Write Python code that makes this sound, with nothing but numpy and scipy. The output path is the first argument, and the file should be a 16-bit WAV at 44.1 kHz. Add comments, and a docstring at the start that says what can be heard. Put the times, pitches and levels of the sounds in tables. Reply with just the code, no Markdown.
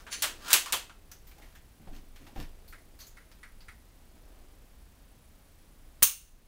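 """A bolt-action rifle is cycled in a furnished room: the bolt is lifted, drawn back, run home and locked. Each
blow is a dying burst of tiny impacts, coloured by the struck part, with decaying modes for the ring; rubbing is
random stick and slip. The striker later snaps on an empty chamber. Between the two, the fittings tick, the
sight clicks and the handler takes two steps on the wooden floor, while sleeves brush softly. House rumble lies
below; a small camera adds hiss, a thin whine, a faint buzz and gain control."""
import sys
import numpy as np
from scipy import signal
from scipy.fft import rfft, irfft
from scipy.io import wavfile

SR = 44100
rng = np.random.default_rng(int(sys.argv[2]) if len(sys.argv) > 2 else 0)


def store_wav(level_fs):
    """Save 16-bit WAV to argv[1]."""
    pcm = np.round(np.clip(np.atleast_2d(level_fs), -1, 1) * 32767)
    wavfile.write(sys.argv[1], SR, pcm.T.astype(np.int16))


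N = 285327
T = np.arange(N) / SR  # time axis [s]

# Background spectrum of rumble and hiss: (frequency [Hz], relative level [dB])
HUSH_SPECTRUM = [(12, -28.5), (20, 8), (38, 0), (64, -2.5), (119, -14.5), (245, -17), (416, -24.5),
                 (705, -25.5), (1010, -28), (1820, -30.5), (8400, -37), (10200, -37), (11100, -38),
                 (15500, -36.5)]
HUSH_DB = -54  # rms level
# Decay time of the room: (frequency [Hz], t60 [s])
ROOM_DECAY = [(60, .2), (250, 0.24), (700, 0.26), (1500, .25), (3000, .27), (6500, .27), (10000, .23),
              (16000, .2)]
BAND_EDGE_HZ = 15780

# Steps: (heel lands [s], energy [dB], scuff before the heel [s], heel to sole and sole to toe [s],
# decay of sole and toe contacts [s], sway of the floor [dB])
STEPS = [(1.8722, -20.5, .074, .04, 0.067, -36), (2.36, -13.5, .156, .031, .016, -34.5)]
# Heel clack, sole thud, soft toe: (energy above the step's [dB], brightness [dB per octave],
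# resonance of the board [Hz], its lift [dB])
FOOT_PARTS = [(-0.5, 1.5, 766, 10.5), (0, -1, 290, 8.5), (-7, -4, 57, 16)]
# A shoe brushes the floor before it lands: (energy [dB], brightness [dB per octave],
# contact decay [s], resonance of the board [Hz], its lift [dB])
SHOE_SCUFF = (-23, 1.3, 0.2, 277, 9)
# Colour of the floorboards: (frequency [Hz], relative level [dB])
BOARD_SPECTRUM = [(30, 6), (70, 1.5), (110, -2), (280, -4.5), (500, -12), (800, -18), (1300, -23),
                  (3000, -30.5), (12000, -57)]
# Modes of the boards, humming briefly after a step: (frequency [Hz], relative energy [dB], t60 [s])
PLANK_MODES = [(69.6, -10, 0.33), (146.8, -0.5, 0.22), (229, 2, 0.32), (285.5, -15, .3), (390, -9, 0.16),
               (763, -14, 0.21)]
HEEL_DECAY_S = 0.01
SWAY_DELAY_S = 0.016  # weight reaches the joists after the heel lands

# Sleeves brush as the arms move: (middle [s], half length [s], level [dB])
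REACHES = [(.45, 0.5, -57.5), (1.413, 0.062, -61), (2.607, .6, -66.5), (4.35, 0.33, -65.5)]
# Colour of rubbed cloth: (frequency [Hz], relative level [dB])
CLOTH_SPECTRUM = [(60, -9), (150, -7.5), (300, -1.5), (700, -7), (1200, -17.5), (3000, -21), (15000, -32)]
FIDGET_DB = -73  # cloth between the movements

# Clear ticks of the fittings: (time [s], energy [dB], brightness [dB per octave],
# contact decay [s], resonance of the part [Hz], its lift [dB])
TICKS = [(1.1154, -24, -1, 0.0032, 6000, 11.5), (1.2688, -31, -1.5, .018, 13970, 3.5),
         (1.3136, -34.5, -4.5, 0.004, 2450, 8), (1.3825, -35, -2, .003, 800, 24),
         (1.4199, -32, -5, .008, 2060, 10), (1.5525, -31.5, -5, 0.011, 1720, 8.5),
         (2.1603, -31.5, -7, 0.0046, 1800, -2), (2.267, -30, -7.5, 0.0081, 783, 14),
         (2.6788, -29, 4, .017, 4300, 14.5), (2.9898, -30.5, -0.5, .0087, 4360, 10),
         (3.0003, -24.5, -0.5, 0.021, 4320, 14.5), (3.008, -29, -4, 0.01, 6220, 21),
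         (3.068, -29, 2, 0.0066, 6610, 15), (3.3156, -35, -7, .0048, 4980, 6.5),
         (3.6059, -33.5, -7.5, 0.0096, 4730, 14)]
# Faint rattles as the grip shifts and with each step: (middle [s], half length [s], level [dB])
SHAKES = [(1.483, 0.089, -70), (1.949, 0.021, -58.5), (2.233, 0.036, -65.5), (2.402, 0.037, -53.5)]
# Colour of the fittings: (frequency [Hz], relative level [dB])
FITTING_SPECTRUM = [(100, -17), (600, -6.5), (1500, -0.5), (3000, -3), (6400, -2.5), (8500, -5),
                    (12000, -1.5), (14500, 4.5), (16000, -6.5)]
# Clicks of the sight: (time [s], energy [dB])
SIGHT_CLICKS = [(2.7257, -27), (3.1694, -30.5), (3.4306, -26.5), (3.6832, -26.5)]
# Colour of the sight: (frequency [Hz], relative level [dB])
SIGHT_SPECTRUM = [(200, -36), (950, -11), (1400, 3.5), (1750, -0.5), (2100, -1.5), (2800, -11),
                  (4500, -14.5), (8000, -20), (9400, -10.5), (11000, -26), (16000, -24)]
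CLICK_TILT_DB, CLICK_DECAY_S, CLICK_HZ, CLICK_LIFT_DB = 0.5, 0.0053, 2047, 8  # tilt is per octave

# The sear lets go and the striker lands: (time [s], energy [dB], brightness [dB per octave],
# contact decay [s], resonance of the part [Hz], its lift [dB])
SNAP_CONTACTS = [(6.0227, -12, 10, 0.0021, 1204, 9.5), (6.0242, -4.5, -8.5, 0.0028, 9760, 4),
                 (6.0286, 16.5, 1.5, 0.0012, 9500, 5), (6.0328, 0.5, -3, 0.0015, 6410, 20.5)]
# Colour of the striker: (frequency [Hz], relative level [dB])
STRIKER_SPECTRUM = [(60, -10.5), (230, -20), (450, -22), (850, -22.5), (1100, -10.5), (1900, -6.5),
                    (2800, -1), (5000, -2), (6500, 0), (9300, -1), (12200, -4), (14200, 6), (15800, 6)]
# Modes of the striker and its spring: (frequency [Hz], relative energy [dB], t60 [s])
SPRING_MODES = [(1130, -12, .22), (2670, -14, .38), (2794, -12, .4), (2862, -13, .4), (4274, -11, .25),
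                (4520, -13, .38), (6094, -9, .33), (6312, -7, .3), (6546, -8, .32), (9166, -3, .17),
                (9243, -1, .32), (9340, -1, .13), (12953, -5, .07), (13988, 2, .08), (14140, 0, .14),
                (14218, 0, .24), (14370, -1, .17), (15490, -6, .12)]

# Strokes of the bolt: (fastest at [s], speeding up [s], slowing down [s], level when fastest [dB])
STROKES = [(0, 0.017, 0.032, -53.5), (.31, .1, 0.047, -55.5), (.526, 0.12, 0.024, -34),
           (.68, .03, 0.095, -42), (0.739, 0.024, 0.096, -48)]
STROKE_RANGE_DB = 25  # fall in level over one speeding-up or slowing-down time
# Colour of the raceway: (frequency [Hz], relative level [dB])
RACEWAY_SPECTRUM = [(60, -25), (300, -21.5), (700, -2), (1100, 4.5), (1550, 5.5), (2100, -5), (3000, -1.5),
                    (4700, -2.5), (6500, -6.5), (10000, -12), (12500, -16), (15000, -13)]
# Modes of the bolt sleeve on the cocking cam: (frequency [Hz], width [Hz], relative energy [dB])
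CAM_MODES = [(1600, 1100, -2.5), (2920, 1200, 1.5), (4350, 340, 1), (6100, 450, 0.5), (7350, 480, -4),
             (9300, 420, -3), (10310, 350, -5.5), (13850, 650, -11)]
# The cam zings as the handle lifts, then drags until it lets go
CAM_PEAK_S, CAM_SWELL_S, CAM_DB, CAM_DRAG_DB = .128, 0.015, -37, -53
# Hard stops (cocked, run home, locked): (time [s], energy [dB], brightness [dB per octave],
# contact decay [s], time between rebounds [s], loss per rebound [dB], resonance of the part [Hz],
# its lift [dB], first touch earlier by [s], energy of that touch [dB])
STOPS = [(.2242, -5, 0.5, 0.0043, .007, 1.5, 1450, 3.5, 0.0021, -3.5),
         (0.5313, 11.5, 2.5, .0014, .0048, 3.5, 2640, 2.5, .001, 4),
         (0.7286, -4, -3.5, 0.00087, .003, 2, 3290, 2.5, .0046, 2.5)]
TOUCH_TILT_DB, TOUCH_DECAY_S = 1.5, .002  # tilt is per octave
# Each rebound is duller and looser than the contact before it: change per rebound
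REBOUND_TILT_DB, REBOUND_DECAY_S = -3.5, .003
# The loose bolt knocks in its raceway: (time [s], energy [dB], brightness [dB per octave],
# contact decay [s], resonance of the part [Hz])
KNOCKS = [(0.0666, -21.5, -8, .011, 1554), (0.4641, -33, -9.5, .003, 1490), (0.4827, -17.5, 1, .004, 1500),
          (0.5044, -5.5, -0.5, 0.0083, 1510), (0.6598, -11.5, -4, 0.0036, 1120),
          (0.8962, -26, -8, 0.0019, 1310)]
KNOCK_LIFT_DB = 10.5
# Colour of the struck steel: (frequency [Hz], relative level [dB])
STEEL_SPECTRUM = [(60, -21.5), (200, -24), (400, -16.5), (1000, -8.5), (1600, -4.5), (3300, 1.5),
                  (5200, -2.5), (7600, 0), (10000, -2.5), (12500, -4.5), (15500, -4.5)]
# Modes of stock, barrel, receiver and bolt body: (frequency [Hz], relative energy [dB], t60 [s])
RECEIVER_MODES = [(348, -9.5, .3), (932.7, -4.5, .15), (1665, -1, 0.13), (2140, -6, .2), (2606, -2.5, 0.27),
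                  (2590, -3.5, 0.53), (2885, -4, 0.3), (3740, 0, 0.18), (4450, 0.5, .14), (6270, -4.5, .18),
                  (7160, -10.5, .14), (9630, -7, .18), (14600, -4, .15)]
SPRING_DB, RECEIVER_DB = -5, -12  # energy of the ring relative to the crack


def amp(db):
    """Level: converts decibels to an amplitude gain."""
    return 10 ** (np.asarray(db) / 20)


def unit(x):
    """Energy normalisation: scales the sum of squares to one."""
    return x / np.sqrt(np.sum(x ** 2) + 1e-20)


def evened(x):
    """Power normalisation: scales the rms to one."""
    return unit(x) * np.sqrt(len(x))


def read(points, hz):
    """Interpolation on a logarithmic frequency axis."""
    f, value = np.transpose(points)
    return np.interp(np.log(hz + 1), np.log(f + 1), value)


def add(mix, s, sound):
    """Superposition: mixes a sound in at time s."""
    part = mix[max(round(s * SR), 0):][:len(sound)]
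    part += sound[:len(part)]


def swell(middle, half, db):
    """Gaussian envelope: the gain of one smooth movement that comes and goes."""
    return amp(db) * np.exp(-((T - middle) / half) ** 2)


def colour(spectrum, tilt=0, part_hz=1000, lift_db=0, width=0.17, size=4096):
    """Minimum phase: a causal response from a spectrum, its tilt per octave and one broad resonance."""
    hz = abs(np.fft.fftfreq(size, 1 / SR))
    octaves = np.log2(np.maximum(hz, spectrum[3][0]))  # the tilt leaves the bass alone
    resonance = 1 / (1 + (np.log2((hz + 1) / part_hz) / width) ** 2)
    log_gain = np.log(amp(read(spectrum, hz) + tilt * octaves + lift_db * resonance))
    # the Hilbert transform of the log gain supplies the phase
    response = np.exp(np.conj(signal.hilbert(log_gain - log_gain.max())))
    return unit(np.fft.ifft(response).real)


def chatter(decay, size=8192, count=2):
    """Rough contact: a dying burst of tiny impacts, evened out in spectrum."""
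    fade = np.exp(-np.arange(size) / SR / max(decay, 1e-4))
    burst = rng.standard_normal(size) * fade
    for _ in range(count):
        z = rfft(burst)
        flat = irfft(z / (abs(z) + 1e-12))
        burst = flat * np.minimum(1, 10 * fade)
    return unit(burst)


def ring(modes):
    """Modal decay: a sum of dying partials, with new random phases at each blow."""
    t = np.arange(SR // 2) / SR
    phases = rng.random(len(modes))
    total = np.zeros(len(t))
    for (hz, db, t60), phase in zip(modes, phases):
        partial = np.sin(2 * np.pi * (hz * t + phase)) * amp(-60 * t / t60)
        total += amp(db) * unit(partial)
    return unit(total)


def room(wet_db, late_db, gap=.002, early_db=-3, early_decay=0.0087, late_stretch=2.0):
    """Reverberation: direct sound, furniture scatter, a short tail and a fainter slow one."""
    t = np.arange(SR // 2) / SR
    taps = rng.choice([-1., 1.], len(t)) * (rng.random(len(t)) < .2)
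    hz, at, z = signal.stft(taps, SR, nperseg=256)
    fade = np.exp(-np.log(1000) * at / read(ROOM_DECAY, hz)[:, None])
    slow_fade = amp(late_db) * fade ** (1 / late_stretch)
    tail = signal.istft(z * np.hypot(fade, slow_fade), SR, nperseg=256)[1][:len(t)]
    response = signal.unit_impulse(len(t))
    add(response, gap, amp(wet_db) * unit(tail))
    add(response, gap, amp(wet_db + early_db) * chatter(early_decay))
    return response


def blows(rows, spectrum, wet_db, late_db, modes=None, ring_db=0):
    """Impact excitation: each coloured crack echoes in the room; the struck part may ring with it."""
    out = np.zeros(N)
    for s, db, tilt, decay, part_hz, lift_db in rows:
        crack = unit(signal.fftconvolve(chatter(decay), colour(spectrum, tilt, part_hz, lift_db)))
        # the rifle keeps moving, so each blow finds its own pattern of echoes
        add(out, s, amp(db) * signal.fftconvolve(crack, room(wet_db, late_db)))
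        if modes:
            add(out, s, amp(db + ring_db) * ring(modes))
    return out


def slips(per_s, spread_db):
    """Stick and slip: random tiny impacts of uneven size."""
    size = amp(spread_db * np.minimum(rng.exponential(1, N), 3))
    happens = rng.random(N) < per_s / SR
    return evened(size * rng.standard_normal(N) * happens)


def hush(whine_hz=9884, whine_width_hz=9, whine_db=-79):
    """Filtered noise: low rumble of the house, microphone hiss and a thin electronic whine."""
    hz = np.fft.rfftfreq(N, 1 / SR)
    hiss = irfft(rfft(rng.standard_normal(N)) * amp(read(HUSH_SPECTRUM, hz)), N)
    whine_gain = 1 / (1 + ((hz - whine_hz) / whine_width_hz) ** 2)
    whine = irfft(rfft(rng.standard_normal(N)) * whine_gain, N)
    return amp(HUSH_DB) * evened(hiss) + amp(whine_db) * evened(whine)


def buzz(frame_hz=30, duty=.25, line_hz=1333, start_s=.006, db=-77):
    """Pulsed harmonics: the camera's electronics leak faint high tones once per picture frame."""
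    comb = sum(np.sin(2 * np.pi * (k * line_hz * T + rng.random())) for k in range(6, 12))
    frame_phase = ((T - start_s) * frame_hz) % 1
    pulse = np.exp(-((frame_phase - .5) / (duty / 2)) ** 2)
    return amp(db) * evened(comb * pulse)


def joists(hz=21.36, t60=1.13):
    """Damped oscillation: the floor dips under each step and swings back slowly."""
    out, t = np.zeros(N), np.arange(SR) / SR
    swing = np.sin(2 * np.pi * hz * t) * np.exp(-np.log(1000) * t / t60)
    for s, *_, sway_db in STEPS:
        add(out, s + SWAY_DELAY_S, -amp(sway_db) * swing)
    return out


def footfalls():
    """Rolling contact: a scuff, then the foot rolls from heel to sole to toe."""
    rows = []
    for s, db, lead, roll, settle, _ in STEPS:
        rows.append((s - lead, *SHOE_SCUFF))
        for k, (part_db, tilt, hz, lift_db) in enumerate(FOOT_PARTS):
            decay = settle if k else HEEL_DECAY_S
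            rows.append((s + k * roll, db + part_db, tilt, decay, hz, lift_db))
    return rows


def steps():
    """Struck boards: foot contacts excite the plank modes, and the joists sway beneath."""
    contacts = blows(footfalls(), BOARD_SPECTRUM, wet_db=-1.5, late_db=-16,
                     modes=PLANK_MODES, ring_db=-4.5)
    return contacts + joists()


def sleeves():
    """Fibre friction: soft, dense rubbing of cloth follows the arm movements."""
    motion = np.hypot(amp(FIDGET_DB), sum(swell(*reach) for reach in REACHES))
    return signal.oaconvolve(slips(per_s=1600, spread_db=2) * motion, colour(CLOTH_SPECTRUM))[:N]


def rattle(tilt_db=-6.5):
    """Loose contact: tiny random ticks of the fittings while the rifle is shaken."""
    drive = slips(per_s=1200, spread_db=5.5) * sum(swell(*shake) for shake in SHAKES)
    return signal.oaconvolve(drive, colour(FITTING_SPECTRUM, tilt_db))[:N]


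def handling():
    """Light impacts: ticks of the fittings, and one kind of sight click at varied strength."""
    clicks = [(s, db, CLICK_TILT_DB, CLICK_DECAY_S, CLICK_HZ, CLICK_LIFT_DB) for s, db in SIGHT_CLICKS]
    ticks = blows(TICKS, FITTING_SPECTRUM, wet_db=2, late_db=-21.5)
    return ticks + blows(clicks, SIGHT_SPECTRUM, wet_db=4.5, late_db=-27)


def striker_snap():
    """Impact and modal decay: the striker lands, and it and its spring ring."""
    return blows(SNAP_CONTACTS, STRIKER_SPECTRUM, wet_db=4.5, late_db=-19.5,
                 modes=SPRING_MODES, ring_db=SPRING_DB)


def cam_pressure():
    """Friction load: a swell as the handle starts to lift, then a light drag up to the first stop."""
    dragging = (T > CAM_PEAK_S) * (T < STOPS[0][0])
    return swell(CAM_PEAK_S, CAM_SWELL_S, CAM_DB) + amp(CAM_DRAG_DB) * dragging


def cam():
    """Friction-driven resonance: fast slips on the cam make the bolt sleeve zing."""
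    drive = slips(per_s=6000, spread_db=3.5) * cam_pressure()
    t = np.arange(2048) / SR
    sleeve = np.zeros(len(t))
    for k, (hz, width, db) in enumerate(CAM_MODES):
        mode = unit(np.exp(-np.pi * width * t) * np.sin(2 * np.pi * hz * t))
        # neighbouring modes swing in opposite senses, which fills the valleys between them
        sleeve += (-1) ** k * amp(db) * mode
    return signal.oaconvolve(drive, unit(sleeve))[:N]


def stroke(fastest, rise, fall, db):
    """Speed-dependent friction: rubbing grows as the bolt gathers speed and fades as it slows."""
    away = np.maximum((fastest - T) / rise, (T - fastest) / fall)
    return amp(db - STROKE_RANGE_DB * np.minimum(away, 10))


def slide():
    """Sliding friction: gritty rubbing of the bolt in the receiver."""
    drive = slips(per_s=1500, spread_db=2.5) * sum(stroke(*row) for row in STROKES)
    return signal.oaconvolve(drive, colour(RACEWAY_SPECTRUM))[:N]


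def bolt_contacts(count=3):
    """Repeated impact: each stop is a touch, a blow and fading rebounds; loose knocks are added."""
    rows = [(*knock, KNOCK_LIFT_DB) for knock in KNOCKS]
    for s, db, tilt, decay, gap, loss_db, hz, lift_db, lead, touch_db in STOPS:
        rows.append((s - lead, touch_db, TOUCH_TILT_DB, TOUCH_DECAY_S, hz, 0))
        for k in range(count):  # the blow itself, then its rebounds
            rows.append((s + k * gap, db - k * loss_db, tilt + k * REBOUND_TILT_DB,
                         decay + k * REBOUND_DECAY_S, hz, lift_db))
    return rows


def bolt_clacks():
    """Impact and modal decay: blows of the bolt set stock, barrel, receiver and bolt body ringing."""
    return blows(bolt_contacts(), STEEL_SPECTRUM, wet_db=2.5, late_db=-25.0,
                 modes=RECEIVER_MODES, ring_db=RECEIVER_DB)


def scene():
    """Superposition: background, steps, handling, snap and bolt action sum linearly."""
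    background = hush() + buzz()
    rubbing = signal.oaconvolve(cam() + slide() + rattle(), room(wet_db=-0.5, late_db=-23.5))[:N]
    mix = background + steps() + sleeves() + handling() + striker_snap() + rubbing + bolt_clacks()
    return mix[None]


def record(dry, threshold_db=-24, squeeze=0.39, recovery_db_per_s=9):
    """Gain control: the level ducks after loud blows and recovers slowly; then a band limit."""
    smooth_b, smooth_a = [1 / 200], [1, 1 / 200 - 1]  # one-pole average over about 200 samples
    power = signal.lfilter(smooth_b, smooth_a, dry[0] ** 2)
    over_db = squeeze * np.maximum(10 * np.log10(power + 1e-12) - threshold_db, 0)
    # a running maximum against a ramp makes the ducking recover at a steady rate
    ramp_db = recovery_db_per_s * T
    held_db = np.maximum.accumulate(over_db + ramp_db) - ramp_db
    duck_db = signal.lfilter(smooth_b, smooth_a, held_db)
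    low_pass = signal.firwin(301, BAND_EDGE_HZ, window=("kaiser", 8), fs=SR)
    return signal.oaconvolve(dry * amp(-duck_db), low_pass[None], "same")


dry = scene()
out = record(dry)
store_wav(out)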